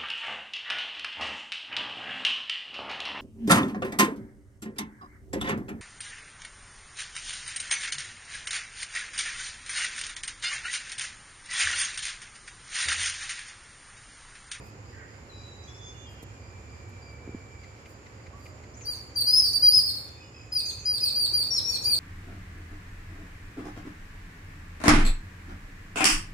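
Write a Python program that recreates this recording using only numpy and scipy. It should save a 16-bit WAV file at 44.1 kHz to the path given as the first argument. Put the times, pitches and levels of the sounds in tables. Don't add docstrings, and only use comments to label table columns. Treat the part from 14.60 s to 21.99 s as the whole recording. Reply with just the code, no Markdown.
import sys
import numpy as np
from scipy import signal
from scipy.fft import rfft, irfft, next_fast_len
from scipy.io import wavfile
from scipy.ndimage import uniform_filter1d

SR = 44100
rng = np.random.default_rng(int(sys.argv[2]) if len(sys.argv) > 2 else 0)


def to_wav(sig):
    pcm = np.clip(np.atleast_2d(sig), -1, 1) * 32767
    pcm = np.round(pcm).astype(np.int16)
    wavfile.write(sys.argv[1], SR, pcm.T)


def amplitude_ratio(level_db):
    exponent = np.asarray(level_db, float) / 20
    return 10 ** exponent


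N = 325899


def level(x, db):
    return x * amplitude_ratio(db) / np.sqrt(np.mean(x ** 2))


def shaped(x, gain):
    size = next_fast_len(N)
    hz = np.arange(size // 2 + 1) * SR / size + 1e-3
    return irfft(rfft(x, size) * gain(hz), size)[..., :N]


def walk(rate):
    hold = int(SR / rate)
    steps = np.repeat(rng.standard_normal(N // hold + 1), hold)
    return 1.385 * uniform_filter1d(uniform_filter1d(steps, hold), hold)[:N]


def add(out, s, sound, pan_db):
    i = int(s * SR)
    out[:, i:i + len(sound)] += amplitude_ratio([[pan_db / 2], [-pan_db / 2]]) * sound[:N - i]


def whistle(rows, overtones, edge_s, hoarse_hz, crack=0):
    s, hz, db = np.transpose(rows)
    t = np.arange(s[0] - edge_s, s[-1] + edge_s, 1 / SR)
    tremble = uniform_filter1d(rng.standard_normal(N // 8)[:len(t)], size=40) * np.sqrt(40)
    pitch = uniform_filter1d(np.interp(t, s, hz), size=200)
    drop = np.log2(pitch.max() / pitch)
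    phase = 2 * np.pi * np.cumsum(pitch + hoarse_hz * (1 + crack * drop ** 2) * tremble) / SR
    tone = np.sin(phase)
    for k, (second_up_db, lift) in enumerate(overtones):
        tone = tone + amplitude_ratio(second_up_db + lift * drop) * np.sin((k + 2) * phase)
    fade = np.clip(np.minimum(t - t[0], t[-1] - t) / (2 * edge_s), 0, 1) ** 2
    return np.sqrt(2) * tone * fade * np.interp(t, s, amplitude_ratio(db))


def yard(x, t60_s, wet_db, early_db, sparse_db, lag_s=-0.000408):
    t = np.arange(int(1.2 * SR)) / SR
    echoes = rng.standard_normal((2, len(t))) * amplitude_ratio(sparse_db * rng.exponential(size=(2, len(t))))
    low = signal.sosfiltfilt(signal.butter(4, 7000, fs=SR, output="sos"), echoes)
    late = low * amplitude_ratio(-60 * t / t60_s) + (echoes - low) * amplitude_ratio(2.0 - 60 * t / (0.83 * t60_s))
    late = level(late * (1 - np.exp(-t / 0.0076)), wet_db)
    early = level(echoes[::-1] * amplitude_ratio(-60 * t / 0.036), early_db)
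    direct = shaped(x, lambda hz: np.exp(-1j * np.pi * hz * lag_s * np.array([[1], [-1]])))
    echo = (early + late) / np.sqrt(len(t))
    return direct + signal.fftconvolve(np.mean(x, 0, keepdims=True), echo, axes=1)[:, :N]


def air():
    # (frequency [Hz], density [dB per Hz])
    air_colour = [(15, -42), (46, -10), (60, -1.5), (107, 1.5), (163, -16), (558, -19.5), (624, -26),
                  (738, -23.5), (1570, -26), (2320, -25), (3740, -37.5), (4810, -31.5), (5230, -32),
                  (7110, -43), (16000, -59)]
    # (frequency [Hz], correlation [-1..1])
    port_likeness = [
        (60, 1),
        (130, 0.93),
        (290, 0.96),
        (640, 0.37),
        (1400, -0.24),
        (3000, -0.039),
    ]
    # (time [s], level [dB])
    gusts = [
        (0, 5.5),
        (.07, 0),
        (2.5, 0),
        (2.68, 1.5),
        (3.0, -1),
        (5.06, 1),
        (5.91, -2.5),
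        (6.5, 1),
        (7.39, 3.5),
    ]
    hz, db = np.transpose(air_colour)
    like_hz, like = np.transpose(port_likeness)
    gust_db = np.interp(np.arange(N) / SR, *np.transpose(gusts))

    def likeness(f):
        return np.clip(np.interp(np.log(f), np.log(like_hz), like), -1, 1)

    def colour(f):
        return amplitude_ratio(np.interp(np.log(f), np.log(hz), db))

    mid = shaped(rng.standard_normal(N), lambda f: colour(f) * np.sqrt(1 + likeness(f)))
    side = shaped(rng.standard_normal(N), lambda f: colour(f) * np.sqrt(1 - likeness(f)))
    both = np.array([mid + side, mid - side])
    rumble = shaped(both, lambda f: 1 / (1 + (f / 170) ** 4))
    murmur = shaped(both - rumble, lambda f: 1 / (1 + (f / 1800) ** 4))
    hiss = both - rumble - murmur
    quiet_db = -57
    hiss = hiss * amplitude_ratio(quiet_db + 0.64 * walk(21)) / np.std(murmur)
    rumble = level(rumble, -49.5) * amplitude_ratio(gust_db + 1.1 * walk(3.5))
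    murmur = level(murmur, -52) * amplitude_ratio(gust_db)
    hum_hz = 73 + 1.6 * walk(1.8)
    hum = np.sqrt(2) * amplitude_ratio(-65.5 + 2.4 * walk(1.0)) * np.sin(2 * np.pi * np.cumsum(hum_hz) / SR)
    left_db = -2.5
    return (rumble + murmur + hiss + hum) * amplitude_ratio([[left_db / 2], [-left_db / 2]])


def cricket(gain, hz, trill_hz, depth, smear_hz):
    t = np.arange(N) / SR
    tone = np.sin(2 * np.pi * np.cumsum(hz + smear_hz * walk(250)) / SR)
    throb = 1 + depth * np.sin(2 * np.pi * trill_hz * t)
    return np.sqrt(2) * tone * throb * gain * amplitude_ratio(2.1 * walk(25))


def chirps(rows):
    attack_s, hold_s, fade_db_per_s = 0.004, 0.09, 195
    gain, t = np.zeros((2, N)), np.arange(SR // 2) / SR
    shape = np.clip(t / attack_s, 0, 1) * amplitude_ratio(-fade_db_per_s * np.maximum(t - hold_s, 0))
    for s, db in rows:
        add(gain, s, amplitude_ratio(db) * shape, 0)
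    return gain[0]


def insects():
    # (time [s], level [dB])
    low_chirps = [(0, -66.5), (.5, -70.5), (.75, -66), (.98, -69), (5.56, -59.5), (5.73, -59.5),
                  (5.95, -57.5), (6.18, -59.5), (6.41, -57.5), (6.72, -62), (7.05, -59.5), (7.26, -58.5)]
    # (time [s], level [dB])
    high_chirps = [(0, -65.5), (.25, -69), (.47, -71), (.73, -64), (.97, -65.5), (1.2, -64.5), (1.46, -67),
                   (1.79, -68), (2.09, -64), (2.41, -64), (2.69, -73), (2.98, -73), (3.26, -73),
                   (3.55, -72.5), (3.8, -67), (4.05, -74.5), (5.56, -63.5), (5.73, -60)]
    # (time [s], level [dB])
    chorus_level = [
        (1.0, -89),
        (1.2, -70),
        (3.0, -61.5),
        (3.6, -91),
        (4.2, -77.5),
        (5.4, -76),
        (6.0, -68),
        (7.39, -65.5),
    ]
    # (time [s], low voice [Hz], high voice [Hz])
    cricket_pitch = [
        (0, 2487, 4860),
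        (1.5, 2440, 4910),
        (2.102, 2364, 4840),
        (3.2, 2296, 4740),
        (4.2, 2405, 4780),
        (5.499, 2505, 5020),
        (6.6, 2516, 5050),
        (6.749, 2457, 5050),
    ]
    t = np.arange(N) / SR
    s, *pitch = np.transpose(cricket_pitch)
    low_hz, high_hz = (np.interp(t, s, hz) for hz in pitch)
    chorus = amplitude_ratio(np.interp(t, *np.transpose(chorus_level)))
    low = cricket(chirps(low_chirps) + chorus, low_hz, trill_hz=47.9, depth=0.24, smear_hz=45.1)
    high = cricket(chirps(high_chirps), high_hz, trill_hz=57.8, depth=0.83, smear_hz=56.3)
    near = yard(amplitude_ratio([[-1.5], [1.5]]) * low + high, t60_s=0.65, wet_db=-3.5, early_db=1, sparse_db=0)
    cicada_hz, cicada_width_hz = 7015, 356
    cicada = shaped(rng.standard_normal((2, N)), lambda hz: np.exp(-.5 * ((hz - cicada_hz) / cicada_width_hz) ** 2))
    return amplitude_ratio(-2.0) * near + level(cicada, -63.5) * amplitude_ratio(walk(6.6))


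def birds():
    # (time [s], length [s], start [Hz], end [Hz], level [dB])
    clear_whistles = [(.695, .041, 4070, 3950, -57), (.724, .26, 3960, 3900, -54),
                      (1.075, .1, 3400, 3480, -52), (1.18, .16, 3490, 3490, -58),
                      (1.343, .28, 2860, 2830, -65), (1.456, .13, 3230, 3200, -62),
                      (3.73, .092, 1125, 1167, -56.5), (3.85, .045, 1180, 1210, -68),
                      (5.34, .072, 3420, 3450, -58.5), (5.412, .158, 3640, 3520, -59),
                      (5.626, .116, 2914, 2860, -67), (5.734, .111, 3230, 3190, -69)]
    # (time [s], length [s], start [Hz], end [Hz], level [dB])
    hoarse_sweeps = [
        (.324, 0.18, 1950, 1960, -58.5),
        (.326, 0.15, 1637, 1566, -57.5),
        (.772, 0.068, 5400, 6130, -64),
        (1.03, 0.04, 5250, 6970, -54.5),
        (1.075, .052, 6330, 5240, -55),
        (1.14, 0.057, 5300, 5500, -55),
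        (1.23, 0.11, 6630, 6120, -62),
        (4.137, 0.046, 5570, 7060, -60),
        (4.167, 0.066, 6900, 7000, -55),
        (4.213, 0.066, 6620, 5200, -49),
    ]
    # (time [s], length [s], start [Hz], end [Hz], level [dB])
    alarm_peeps = [(4.549, 0.014, 6250, 5860, -49.5), (4.793, 0.01, 6670, 5560, -34),
                   (5.025, 0.008, 6300, 6050, -60), (5.35, 0.011, 5640, 5680, -45.5),
                   (6.053, 0.093, 6400, 6620, -45.5), (6.185, .078, 6240, 6500, -75),
                   (6.44, 0.0077, 5900, 5770, -49.5), (6.717, 0.022, 5560, 5840, -53),
                   (6.927, 0.054, 6220, 6720, -49), (7.092, 0.07, 6930, 6400, -46.5),
                   (7.222, 0.0253, 6870, 6620, -45), (7.11, 0.041, 3560, 3650, -58.5),
                   (7.085, 0.072, 11970, 11500, -61)]
    # (time [s], length [s], start [Hz], end [Hz], level [dB])
    far_coo = [
        (3.618, .68, 625, 613, -68),
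    ]
    # (time [s], peak [dB], middle pitch [Hz])
    falling_chucks = [
        (3.036, -50, 2116),
        (3.257, -52, 2260),
        (3.461, -51.5, 2080),
        (3.6631, -51.5, 2097),
        (3.8576, -51, 2306),
        (4.0357, -53.5, 2170),
        (4.2083, -52, 2290),
        (4.3844, -58, 2290),
    ]
    out, chucks = np.zeros((2, 2, N))
    edge_s = .004
    for notes, hoarse_hz in (clear_whistles, 20), (hoarse_sweeps, 200), (alarm_peeps, 220), (far_coo, 45):
        for s, length, hz0, hz1, db in notes:
            rows = [(s, hz0, db), (s + length, hz1, db - 6.5)]
            add(out, s - edge_s, whistle(rows, [], edge_s, hoarse_hz), -1.5)
    for s, db, hz in falling_chucks:
        rows = [(s, 1.08 * hz, db), (s + 0.016, 0.95 * hz, db)]
        chuck = whistle(rows, [(-17.5, 0.017), (-18, 0.0045)], 0.004, hoarse_hz=223)
        add(chucks, s - .006, chuck, -2.5)
    calls = (out + amplitude_ratio(-6) * chucks) * amplitude_ratio(2.6 * walk(18))
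    far = yard(calls, t60_s=0.77, wet_db=-0.5, early_db=2.5, sparse_db=4.5)
    return far + amplitude_ratio(2.5) * chucks


def handling():
    # (time [s], peak [dB], ring [Hz], t60 [s])
    case_knocks = [
        (0.625, -42, 204, 0.025),
        (1.629, -30.5, 288, 0.012),
        (2.676, -31.5, 282, 0.024),
        (2.692, -27, 278, 0.015),
        (2.747, -22.5, 248, 0.017),
    ]
    # (time [s], length [s], level [dB], centre [Hz])
    dry_rustles = [
        (0, 0.12, -63.5, 6000),
        (1.482, .08, -67, 7900),
        (1.622, 0.022, -54, 5900),
        (2.284, 0.022, -66, 8000),
        (2.499, 0.064, -75, 8000),
        (3.252, .1, -66, 7000),
        (3.753, 0.18, -66.5, 6560),
        (5.855, 0.012, -70.5, 8000),
        (6.9, .36, -55.5, 14000),
    ]
    out, t = np.zeros((2, N)), np.arange(4000) / SR
    for s, db, hz, t60 in case_knocks:
        decay = amplitude_ratio(db + 5.0 - 60 * t / t60)
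        add(out, s, decay * np.sin(2 * np.pi * hz * t) * (1 - np.exp(-t / 0.0011)), -1.5)
    grit = rng.standard_normal((2, N)) * amplitude_ratio(1.7 * rng.exponential(size=N))
    t = np.arange(N) / SR
    for s, length, db, hz in dry_rustles:
        shape = np.sin(np.pi * np.clip((t - s) / length, 0, 1)) * amplitude_ratio(1.3 * walk(70))
        out += shape * level(shaped(grit, lambda f: f / hz / (1 + (f / hz) ** 2)), db)
    return out


def chips(rows, scoop_hz, arch_hz, drop_hz, drop_s, swell_db, second_db, third_db, pan_db):
    attack_s, scoop_s = 0.0066, .01
    curl = 1.522
    out = np.zeros((2, N))
    for s, length, hz0, hz1, db in rows:
        t = np.linspace(0, length, num=40)
        u = np.clip(t / (length - drop_s), 0, 1)
        fall = np.clip((t - length) / drop_s + 1, 0, 1)
        hz = hz0 + (hz1 - hz0) * u ** curl + arch_hz * np.sin(np.pi * u)
        hz = hz - drop_hz * fall ** 1.314 - scoop_hz * np.exp(-t / scoop_s)
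        loud = db - 16 * np.clip(1 - t / attack_s, 0, 1) + swell_db * (u - .5) - 27 * fall ** 1.64
        curve = np.transpose([s + t, hz, loud])
        chip = whistle(curve, [(second_db, 22), (third_db, -5)], 0.00236, hoarse_hz=9, crack=140)
        add(out, s - .003, chip, pan_db)
    return out


def squirrels():
    # (time [s], length [s], start [Hz], pitch before the drop [Hz], level [dB])
    flat_chips = [
        (4.556, 0.045, 4740, 4626, -25.5),
        (4.6, 0.027, 4730, 4500, -19.5),
        (4.64, 0.057, 4580, 4470, -27),
        (4.665, 0.094, 4844, 5105, -23),
        (4.81, 0.059, 5110, 4546, -26),
        (4.832, 0.069, 4820, 4605, -24),
        (4.932, 0.045, 4656, 4680, -23),
        (5.02, .085, 4860, 4791, -18),
        (5.255, 0.053, 4610, 4404, -28),
        (5.352, 0.037, 4600, 4385, -35.5),
    ]
    arched_chips = [
        (4.25, 0.097, 4560, 4526, -33),
        (4.742, .075, 4910, 5176, -20.5),
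        (5.108, .095, 4797, 5014, -21.5),
        (5.14, 0.079, 4810, 4630, -24.5),
        (7.236, .122, 4592, 4346, -22),
    ]
    sagging_chips = [
        (5.92, 0.094, 5005, 4554, -26.5),
        (6.055, 0.063, 4840, 4310, -31.5),
        (6.252, 0.14, 4902, 4466, -27.5),
        (6.405, 0.064, 5000, 4680, -26),
        (6.43, 0.068, 4633, 4410, -24),
        (6.517, 0.049, 4480, 4550, -32),
        (6.552, .12, 4772, 4400, -24.5),
        (6.731, 0.11, 4773, 4446, -23.5),
        (6.95, 0.056, 4510, 4120, -31),
        (7.093, 0.083, 4574, 4270, -27.5),
    ]
    high_chips = [
        (6.903, .098, 5590, 5280, -25.5),
        (7.047, 0.088, 5533, 5540, -29),
        (7.135, 0.107, 5450, 5556, -41),
    ]
    out = chips(flat_chips, scoop_hz=-49.5, arch_hz=-29, drop_hz=778, drop_s=0.0139,
                swell_db=5.0, second_db=-18.5, third_db=-20, pan_db=2.5)
    out += chips(arched_chips, scoop_hz=119, arch_hz=248.7, drop_hz=815, drop_s=.018,
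                 swell_db=3.5, second_db=-17, third_db=-21.5, pan_db=4)
    out += chips(sagging_chips, scoop_hz=70, arch_hz=70.4, drop_hz=1093, drop_s=.02,
                 swell_db=2.5, second_db=-18.5, third_db=-24, pan_db=2.5)
    out += chips(high_chips, scoop_hz=29.7, arch_hz=42.4, drop_hz=356, drop_s=.015,
                 swell_db=2.5, second_db=-26, third_db=-43, pan_db=4.0)
    breath = shaped(rng.standard_normal(N), lambda hz: 1 / (1 + ((hz - 3280) / 700) ** 2))
    out += level(breath, -39) * uniform_filter1d(np.abs(out), size=300)
    voices = amplitude_ratio(-2.0 + 1.4 * walk(70)) * out
    return yard(voices, t60_s=0.53, wet_db=-1.0, early_db=-2, sparse_db=2.2, lag_s=-0.000373)


def scene():
    return air() + insects() + birds() + handling() + squirrels()


def masking(x, under_db, from_hz):
    hz, _, z = signal.stft(x, SR, nperseg=2048)
    bands = np.abs(z[:, :-1]).reshape(2, 64, 16, -1) ** 2
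    power = bands.sum(axis=2, keepdims=True)
    treble = hz[:-1:16, None, None] > from_hz
    treble_power = (power * treble).sum(axis=1, keepdims=True)
    keep = (power > amplitude_ratio(-2 * under_db) * treble_power) | ~treble
    z[:, :-1] *= np.broadcast_to(keep, bands.shape).reshape(z[:, :-1].shape)
    return signal.istft(z, SR)[1][:, :N]


def top_cut(x):
    return signal.sosfilt(signal.butter(12, 16300, fs=SR, output="sos"), x)


def record(dry):
    def ports(hz):
        tilt_db = np.array([[-1], [1]]) * 3.5 * np.clip((hz - 6500) / 2500, 0, 1)
        return amplitude_ratio(tilt_db - np.clip(hz - 15200, 0, 2000) / 25)

    mix = masking(shaped(dry, ports), under_db=45.5, from_hz=3700)
    return top_cut(mix)


dry = scene()
out = record(dry)
to_wav(out)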